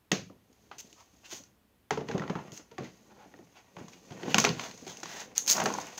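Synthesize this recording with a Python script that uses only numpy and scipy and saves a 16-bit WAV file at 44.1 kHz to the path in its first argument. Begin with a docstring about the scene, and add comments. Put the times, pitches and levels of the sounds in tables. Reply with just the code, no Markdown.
"""A sharp snap with a low boom comes first, over faint hiss; more snaps, ticks and rustles follow. A stiff
clear plastic shell is cut, bent and pulled apart by hand in a furnished living room. Snaps are short noise
bursts with brief rings; booms and pops are low decaying tones. Fingers, scraping and a peeling seam are made of
shaped noise and tiny random slips. The room answers with fading noise, and a small close microphone with a port
resonance colours it all."""
import sys
import numpy as np
from scipy import signal
from scipy.fft import rfft, irfft, next_fast_len
from scipy.io import wavfile
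from scipy.ndimage import map_coordinates

SR = 44100
rng = np.random.default_rng(int(sys.argv[2]) if len(sys.argv) > 2 else 0)


def dump_mix(stems):
    """Bounce the given channels to the path in sys.argv[1] as a 16-bit WAV at rate SR."""
    frames = np.atleast_2d(stems).T  # one column per channel
    limited = np.clip(frames, -1, 1)  # hard clip at full scale
    pcm = np.round(limited * 32767).astype(np.int16)
    wavfile.write(sys.argv[1], SR, pcm)


N = 264159

# the four bands of a plastic sound, in order middle, hollow, bright, airy: low_hz, high_hz [Hz]
BANDS = [(1500, 4500), (500, 1500), (4500, 8000), (8000, 17000)]
HOLLOW_TOP_HZ = BANDS[1][1]


def amp(db):
    """Turn dB into a gain."""
    return 10 ** (np.asarray(db) / 20)


def unit(x):
    """Scale x to an rms of 1."""
    return x / np.sqrt(np.mean(x ** 2) + 1e-20)


def along(points, hz):
    """Read a curve of (Hz, value) points on a logarithmic frequency axis."""
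    point_hz, value = np.transpose(points)
    return np.interp(np.log(hz + 1), np.log(point_hz + 1), value)


def filtered(x, response):
    """Filter x by multiplying its spectrum with a response of frequency."""
    size = next_fast_len(N + SR // 2)
    spectrum = rfft(x, size) * response(np.fft.rfftfreq(size, 1 / SR))
    return irfft(spectrum, size)[..., :N]


def causal(points):
    """Make a minimum-phase filter, which rings only after a sound, from (Hz, dB) points."""
    def response(hz):
        cepstrum = irfft(along(points, hz) * np.log(10) / 20)
        half = len(cepstrum) // 2
        # folding the second half onto the first removes any ringing ahead of the sound
        cepstrum[1:half] *= 2
        cepstrum[half + 1:] = 0
        return np.exp(rfft(cepstrum))
    return response


def band(x, low_hz, high_hz):
    """Keep one frequency band, with gentle slopes."""
    sos = signal.butter(2, [low_hz, high_hz], "band", fs=SR, output="sos")
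    return signal.sosfilt(sos, x)


def shell(hz):
    """The hollow plastic shell answers with broad resonances, added with alternating sign."""
    # resonances of the shell: centre_hz [Hz], width_hz [Hz], level_db [dB]
    resonances = [(196, 100, 1), (473, 160, 4), (793, 380, -1), (1203, 83, -0.5), (1439, 47, -7.5),
                  (1875, 53, 4), (2614, 920, -7.5), (3700, 120, -15)]
    total = 0
    for k, (centre_hz, width_hz, level_db) in enumerate(resonances):
        damping = 1j * hz * width_hz
        total = total + (-1) ** k * amp(level_db) * damping / (centre_hz ** 2 - hz ** 2 + damping)
    return total


def through_plastic(drives):
    """Four white drives are each kept to their band at unit gain; the low two ring the shell."""
    mid, hollow, bright, airy = (band(x[:N], low_hz, high_hz) * np.sqrt(SR / 2 / (high_hz - low_hz))
                                 for x, (low_hz, high_hz) in zip(drives, BANDS))
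    low = mid - hollow  # neighbouring bands meet in opposite phase
    return .55 * low + .6 * filtered(low, shell) - bright + airy


def grit(slips_per_s, spread_db, clump_db, smooth):
    """Tiny random slips are mixed with a smooth share of noise and swell in clumps; rms 1."""
    hit = rng.random(N) < slips_per_s / SR
    size_db = np.minimum(spread_db * rng.exponential(1, N), 9)
    slips = hit * amp(size_db) * np.sign(rng.standard_normal(N))
    bed = rng.standard_normal(N)
    # a smooth random curve with one new point every 400 samples
    clumps = map_coordinates(rng.standard_normal(N // 400 + 4), [np.arange(N) / 400])
    return unit((unit(slips) + smooth * bed) * amp(clump_db * clumps))


def room_tone():
    """Room tone and circuit hiss are steady noise shaped in frequency."""
    # spectrum of the background: pitch_hz [Hz], relative level_db [dB per Hz]
    hush_curve = [(25, -34), (65, -8.5), (95, -14.5), (120, -8.5), (145, -27), (190, -14), (320, -17.5),
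                  (600, -26), (1000, -27), (3000, -32), (6400, -38.5), (9000, -39.5), (15200, -35.5),
                  (16200, -56)]
    level_db = -69
    noise = rng.standard_normal(N)
    return amp(level_db) * unit(filtered(noise, lambda hz: amp(along(hush_curve, hz))))


def room(x):
    """Each frequency of the room's answer dies at its own speed, in fading noise."""
    # how fast the room fades: pitch_hz [Hz], time to fall by 60 dB t60_s [s]
    decay = [(100, 0.61), (300, 0.22), (1800, 0.26), (5000, 0.29), (8500, 0.27), (13000, 0.28)]
    out, step = np.zeros(N + 2 * SR), SR // 4
    for start in range(0, N, step):
        # a fresh noise tail for every quarter second of sound
        hz, t, spectrum = signal.stft(rng.standard_normal(SR // 2), SR, nperseg=256)
        fade = amp(-60 * t / along(decay, hz)[:, None])
        tail = signal.istft(spectrum * fade, SR, nperseg=256)[1]
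        wet = signal.fftconvolve(x[start:start + step], tail / np.linalg.norm(tail))
        out[start + 150:][:len(wet)] += wet  # the answer starts 150 samples late
    return out[:N]


def handling():
    """Moving fingers and creases send low rumble and creak through the shell, with fine crinkle above."""
    # hand movement: time_s [s], levels of the shell rumble_db, creak_db and crinkle_db [dB]
    hands = [(0.0, -83, -82, -89.5), (0.6, -73, -73, -66.5), (0.9, -62.5, -66, -56),
             (1.03, -81, -75.5, -65), (1.32, -66, -60.5, -56), (1.52, -73, -78, -96.5),
             (1.95, -81.5, -86, -88.5), (2.075, -58, -58, -55), (2.095, -39.5, -41, -49.5),
             (2.27, -45.5, -70, -60), (2.35, -49, -56, -54.5), (2.48, -50, -58, -56.5),
             (2.62, -72, -71, -76), (2.87, -67, -65, -59), (3.25, -62, -70, -62.5),
             (3.72, -72.5, -68, -64.5), (3.79, -51.5, -57, -54.5), (4.0, -66.5, -64, -56),
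             (4.19, -50, -53, -50.5), (4.32, -43, -43.5, -40.5), (4.49, -46, -46, -47),
             (4.67, -50.5, -57, -53), (4.83, -61, -59, -47), (5.17, -54, -58, -52.5),
             (5.31, -57.5, -59, -61), (5.44, -55.5, -57, -66), (5.55, -41.5, -33, -45),
             (5.65, -38, -49, -39), (5.79, -47, -45.5, -41.5), (5.99, -60.5, -52, -48)]
    # spectrum of the crinkle: pitch_hz [Hz], relative level_db [dB per Hz]
    crinkle_curve = [(300, -27), (1200, -32), (2500, -0.5), (4000, 4.5), (6400, 7), (10000, 6.5),
                     (16000, 2.5)]
    time_s, *columns = np.transpose(hands)
    rumble_db, creak_db, crinkle_db = (np.interp(np.arange(N) / SR, time_s, c) for c in columns)
    rumble = band(filtered(grit(150, 14.0, clump_db=2.5, smooth=0.56), shell), 53, 460)
    creak_grit = grit(300, 4, clump_db=3, smooth=0.73)
    creak = band(filtered(creak_grit, lambda hz: shell(hz) + 0.26), 600, 2900)
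    crinkle = filtered(grit(2000, 3, clump_db=2.0, smooth=1.7), causal(crinkle_curve))
    return amp(rumble_db) * unit(rumble) + amp(creak_db) * unit(creak) + amp(crinkle_db) * unit(crinkle)


def scrapes():
    """Fingers, blade and seams drag: a soft rub mixed with separate slips rings the panel it touches."""
    # strokes over the plastic: start_s, end_s, edge_s [s], panel ring pitch_hz [Hz], level_db [dB],
    # hollow_db and bright_db: those parts over the level [dB]
    strokes = [(0.782, 0.812, 0.0017, 2680, -55, -20, 16.5), (0.97, 1.036, 0.036, 1280, -61, 8, 7.5),
               (0.718, 0.738, 0.0048, 2030, -59, 7.5, -12), (1.243, 1.273, 0.0067, 2780, -52, -29, 2),
               (1.308, 1.337, 0.014, 3300, -43.5, -17, 3.5), (1.293, 1.397, 0.056, 3040, -53.5, -2, 15),
               (2.524, 2.588, 0.0034, 2760, -61, -3, 14.5), (2.8, 2.893, 0.069, 2020, -50, -3, -2.5),
               (3.096, 3.137, 0.021, 810, -69.5, 18.5, -11), (3.161, 3.274, 0.032, 754, -67, 16.5, -23),
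               (3.552, 3.608, 0.039, 2550, -56, 3.5, 1), (3.923, 3.953, 0.017, 2260, -54, -9, 3),
               (4.301, 4.328, 0.045, 2860, -34, -8, 1.5), (4.557, 4.709, 0.053, 3470, -49.5, 5.5, 6),
               (4.866, 4.932, 0.0056, 3250, -52.5, 1, 8), (5.063, 5.253, 0.039, 1970, -47.5, -0.5, 4.5),
               (5.355, 5.401, 0.0078, 4230, -45, -10, 8), (5.476, 5.532, 0.0012, 4000, -35, -13, 15.5),
               (5.977, 5.988, 0.0066, 3240, -46, 9.5, 18.5)]
    # drive behind the middle, hollow, bright and airy part [dB]
    drive_db = [3, 0, -4, 0]
    slip_share = 0.3  # stick-slip share of the drive's power, 0-1
    panel_db, panel_q = -3, 11.4  # panel ring over its part, sharpness of the ring
    t = np.arange(N) / SR
    parts, rings = np.zeros((len(BANDS), N)), np.zeros(N)
    rub = grit(2000, 2, clump_db=1.5, smooth=2)
    slips = grit(450, 4, clump_db=1, smooth=.15)
    for start_s, end_s, edge_s, pitch_hz, level_db, hollow_db, bright_db in strokes:
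        a, b = round((start_s - edge_s) * SR), round((end_s + edge_s) * SR)
        inside_s = np.minimum(t[a:b] - start_s, end_s - t[a:b])
        stroke = np.clip(inside_s / (2 * edge_s) + .5, 0, 1) ** 2
        drive = np.sqrt(slip_share) * slips[a:b] + np.sqrt(1 - slip_share) * rub[a:b]
        # the airy part follows the bright one
        gains = amp(level_db + np.array([0, hollow_db, bright_db, bright_db]) + drive_db)
        parts[:, a:b] += gains[:, None] * stroke * drive
        ring = unit(signal.lfilter(*signal.iirpeak(pitch_hz, panel_q, SR), drive))
        ring_db = level_db + panel_db + hollow_db * (pitch_hz < HOLLOW_TOP_HZ)
        rings[a:b] += amp(ring_db) * stroke * ring
    return through_plastic(parts) + rings


def peel():
    """A glued seam close to the microphone lets go in ticks: millisecond-long puffs, mostly treble."""
    # seam ticks: time_s [s], level_db [dB], airy_db: airy part over the level [dB]
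    ticks = [(5.3795, -11.5, 10), (5.4631, -25.5, 2), (5.4711, -22, 5), (5.48, -22.5, 5), (5.489, -27, 1),
             (5.496, -20, 6), (5.4995, -8, 8), (5.5055, -14, 7), (5.5114, -11, 12.5), (5.5157, -17, 3),
             (5.518, -12, 7), (5.5262, -15, 9), (5.5325, -14, 8), (5.639, -29, 20), (5.7265, -31, 6),
             (5.7875, -34.5, 12), (5.869, -36, 12)]
    # middle, hollow and bright part of a tick over its level [dB]
    tick_parts_db = [-10.5, -43, 2.5]
    parts, puff = np.zeros((len(BANDS), N)), np.hanning(44)
    for time_s, level_db, airy_db in ticks:
        tick = amp(level_db) * puff * unit(rng.standard_normal(len(puff)))
        i = round(time_s * SR)
        parts[:, i:i + len(puff)] += amp([*tick_parts_db, airy_db])[:, None] * tick
    return through_plastic(parts)


def flexes():
    """A panel pops over, or a low boom sounds, in a few low cycles that die fast; the room gets a broad low
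    push."""
    # low pops of the shell and the low boom just after the first snap (row at 0.123 s): time_s [s], level_db
    # [dB], pitch_hz [Hz]
    pops = [(0.112, -20, 308), (0.123, -18, 184), (0.297, -39, 298), (0.494, -48.5, 240), (0.708, -51, 395),
            (0.843, -45.5, 213), (1.133, -51, 280), (1.322, -38.5, 357), (1.399, -42, 253),
            (1.908, -24, 432), (1.97, -25, 444), (2.008, -29.5, 434), (2.094, -28, 433),
            (2.144, -16.5, 178), (2.196, -22, 169), (2.22, -31, 150), (2.296, -20, 183), (2.353, -23, 168),
            (2.518, -36.5, 150), (2.591, -42.5, 302), (2.713, -42, 455), (2.781, -30.5, 353),
            (2.802, -25, 216), (2.818, -29, 195), (3.255, -43.5, 295), (3.337, -41, 290),
            (3.388, -41.5, 353), (3.767, -35.5, 162), (3.785, -37, 189), (3.807, -34.5, 124),
            (4.107, -31.5, 135), (4.229, -29.5, 358), (4.252, -32, 362), (4.275, -20.5, 250),
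            (4.345, -16.5, 202), (4.376, -14, 221), (4.389, -19.5, 220), (4.441, -21, 429),
            (4.465, -22, 417), (4.489, -21, 205), (4.5, -24.5, 169), (4.821, -33.5, 256), (4.864, -35, 375),
            (5.027, -35.5, 328), (5.551, -38, 334), (5.585, -26, 180), (5.616, -24, 194),
            (5.66, -25.5, 459), (5.703, -32, 312)]
    # how fast a pop fades: pitch_hz [Hz], time to fall by 60 dB t60_s [s]
    fade_times = [(150, 0.055), (250, 0.035), (450, 0.093)]
    lag_s, attack_s = .003, 0.0011  # fixed delay added to every pop time, rise time constant
    overtone = 0.45  # strength beside the main tone
    out, push, t = np.zeros(N + SR), np.zeros(N), np.arange(SR // 4) / SR
    for time_s, level_db, pitch_hz in pops:
        overtone_hz = rng.uniform(1.6, 2.4) * pitch_hz
        ring = np.sin(2 * np.pi * pitch_hz * t) + overtone * np.sin(2 * np.pi * overtone_hz * t)
        fade = amp(level_db - 60 * t / along(fade_times, pitch_hz))
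        pop = fade * (1 - np.exp(-t / attack_s)) ** 2 * ring
        i = round((time_s + lag_s) * SR)
        out[i:][:len(pop)] += pop
        push[i] = np.linalg.norm(pop)  # one click with the pop's energy
    return out[:N], band(push, 110, 580)


def snaps():
    """Each crease lets go in a noise burst and rings briefly; returns the near sound and the room's share."""
    # buckling creases and the snip: time_s [s], level_db [dB], crease ring pitch_hz [Hz],
    # hollow_db and bright_db: those parts over the level [dB], burst's time to fall by 60 dB t60_s [s]
    creases = [(0.1165, -11, 1920, -24, -13, 0.018), (0.2988, -48, 1200, -3.5, -14, 0.0088),
               (0.528, -52.5, 4510, -16, -8, 0.013), (0.7139, -32.5, 1200, -6, -33, 0.013),
               (0.928, -41.5, 2930, -25, 0, 0.0085), (1.256, -40, 2610, -26, -11, 0.01),
               (1.4358, -56, 2730, -13, 5.5, 0.018), (1.907, -16.5, 2360, -2, -13, 0.011),
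               (1.9738, -35.5, 1330, -1.5, -14, 0.021), (2.0074, -39, 1030, -4, -18, 0.019),
               (2.0859, -29.5, 1840, -7, -18.5, 0.015), (2.113, -25.5, 1600, -14, -21, 0.012),
               (2.147, -41, 1000, -4, -15, 0.012), (2.1785, -29.5, 1480, -6, -16.5, 0.016),
               (2.1966, -22.5, 1880, -18, -19, 0.0049), (2.2198, -37, 1340, 3, -24, 0.019),
               (2.2376, -40, 1370, 3.5, -28, 0.021), (2.278, -31.5, 1860, -2.5, -17, 0.0091),
               (2.2971, -37.5, 1350, 4, -14, 0.031), (2.3536, -42.5, 1310, 11, -15, 0.025),
               (2.388, -44.5, 985, 5.5, -19, 0.025), (2.5192, -39, 3120, -19, -1, 0.011),
               (2.575, -35, 5040, -13, 1.5, 0.008), (2.5944, -48, 1860, -5, -24, 0.026),
               (2.7131, -47, 1020, -12, -18, 0.029), (2.7811, -33, 1790, 2.5, -12.5, 0.016),
               (3.3391, -37, 1890, 2, -24, 0.0048), (3.3886, -46, 1860, -6, -10, 0.0068),
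               (3.42, -54, 1850, 0, -8, 0.0068), (3.7663, -38.5, 1750, 4.5, -19, 0.012),
               (3.7858, -48, 1170, -1, -11, 0.016), (3.8822, -42.5, 1020, -6.5, -6, 0.016),
               (4.1072, -42, 3340, -10, -15, 0.021), (4.121, -39, 1770, -7, -20, 0.016),
               (4.1978, -47, 1060, -1.5, -24, 0.036), (4.2316, -30.5, 1870, -22, -29, 0.02),
               (4.2805, -38, 1070, -5, -22, 0.036), (4.344, -5.5, 2840, -8, -11, 0.0079),
               (4.3823, -9, 1100, -13, -7, 0.016), (4.4006, -19, 1480, -28, 8, 0.007),
               (4.441, -12.5, 1260, -10.5, -12, 0.011), (4.4483, -10, 1110, -15.5, -13, 0.017),
               (4.4658, -36, 1380, 12, -12, 0.013), (4.4913, -11.5, 4700, -13, -12, 0.004),
               (4.595, -22.5, 1110, -14.5, -17, 0.015), (4.6372, -32.5, 2870, -11.5, -8.5, 0.019),
               (4.7115, -32, 4300, -23, -11.5, 0.013), (4.776, -44, 4880, -8, 2.5, 0.012),
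               (4.8662, -36, 4350, -12, -17, 0.014), (4.8774, -34, 3350, -19, -3, 0.013),
               (4.9705, -34, 2770, -31, -3, 0.0087), (5.0015, -51, 4550, -11, 15, 0.0091),
               (5.0309, -28, 990, -15, -9.5, 0.02), (5.0573, -28, 1150, -12, -13, 0.013),
               (5.202, -36, 1750, -32, -1, 0.019), (5.352, -44, 5200, -12, 4, 0.011),
               (5.3995, -45, 5000, -11, 0, 0.014), (5.5658, -34.5, 1160, -2.5, 3, 0.033),
               (5.5798, -34, 1520, 5.5, -7, 0.036), (5.6002, -26.5, 1510, 0.5, -6.5, 0.03),
               (5.6173, -32.5, 1250, 3, -24, 0.036), (5.6384, -45, 1040, 0, 3, 0.0053),
               (5.657, -25.5, 1502, 6.5, -4.5, 0.024), (5.7023, -33, 1066, 5.5, -6, 0.012),
               (5.7237, -46, 1050, -12, 9, 0.008), (5.738, -38, 990, 4, 7, 0.016),
               (5.749, -48, 980, 14.5, -6, 0.021), (5.7847, -43, 966, 14, -12, 0.015),
               (5.7989, -40.5, 1010, -17, 6, 0.0091), (5.811, -41.5, 1060, -2, 2.5, 0.026)]
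    # burst size behind the middle, hollow, bright and airy part [dB]
    drive_db = [6.2, 12.75, 11.6, 10]
    attack_s = 0.00084  # rise time constant at a level of 0 dB
    soft_slower, soft_wetter = 0.033, 0.065  # per dB below 0: longer rise (share), more room (dB)
    room_db = -6  # share sent to the room at a level of 0 dB
    ring_db, ring_cycles = -10, 41  # crease ring over its part, cycles to fall by 60 dB
    t = np.arange(SR // 10) / SR
    near, far = np.zeros((2, len(BANDS), N + len(t)))
    rings = np.zeros(N + len(t))
    for time_s, level_db, pitch_hz, hollow_db, bright_db, t60_s in creases:
        rise = 1 - np.exp(-t / (attack_s * (1 - soft_slower * level_db)))
        envelope = amp(-60 * t / t60_s) * rise
        size = np.linalg.norm(envelope)
        # the airy part follows the bright one
        gains = amp(level_db + np.array([0, hollow_db, bright_db, bright_db]) + drive_db)
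        burst = np.tile(envelope * rng.standard_normal(len(t)), (len(BANDS), 1))
        # one click in the middle and hollow parts keeps the burst's strength steadier
        burst[:2] *= .8
        burst[:2, 20] += .45 * size
        i = round(time_s * SR)
        near[:, i:i + len(t)] += gains[:, None] * burst
        # the room gets one click, sized by the energy of the envelope
        far[:, i] += gains * amp(room_db - soft_wetter * level_db) * size
        part = gains[1] if pitch_hz < HOLLOW_TOP_HZ else gains[0]
        ring_fade = amp(ring_db - 60 * t * pitch_hz / ring_cycles)
        rings[i:i + len(t)] += part * ring_fade * np.sin(2 * np.pi * pitch_hz * t)
    return through_plastic(near) + rings[:N], through_plastic(far)


def scene():
    """Add the near sounds and the room's answer to them."""
    rustle = handling()
    strokes = scrapes() + peel()
    booms, pushes = flexes()
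    near, far = snaps()
    to_room = far + amp(14.5) * pushes + amp(-8.5) * strokes + amp(-6.5) * rustle
    return (near + booms + strokes + rustle + room(to_room))[None]


def record(dry):
    """The microphone's port resonance colours the scene; hush lies under it, cut at the band limit."""
    # tone of the microphone and its port: pitch_hz [Hz], gain_db [dB]
    port_curve = [(30, -16.5), (120, -0.5), (300, 0), (4500, -6), (5600, -6.5), (6450, 0.5), (7100, -9),
                  (7700, -17), (8500, -21), (10000, -26.5), (15600, -18), (16200, -43)]
    top_hz = 17150  # nothing passes from here up
    heard = filtered(dry, causal(port_curve)) + room_tone()
    return filtered(heard, lambda hz: hz < top_hz)


dry = scene()
out = record(dry)
dump_mix(out)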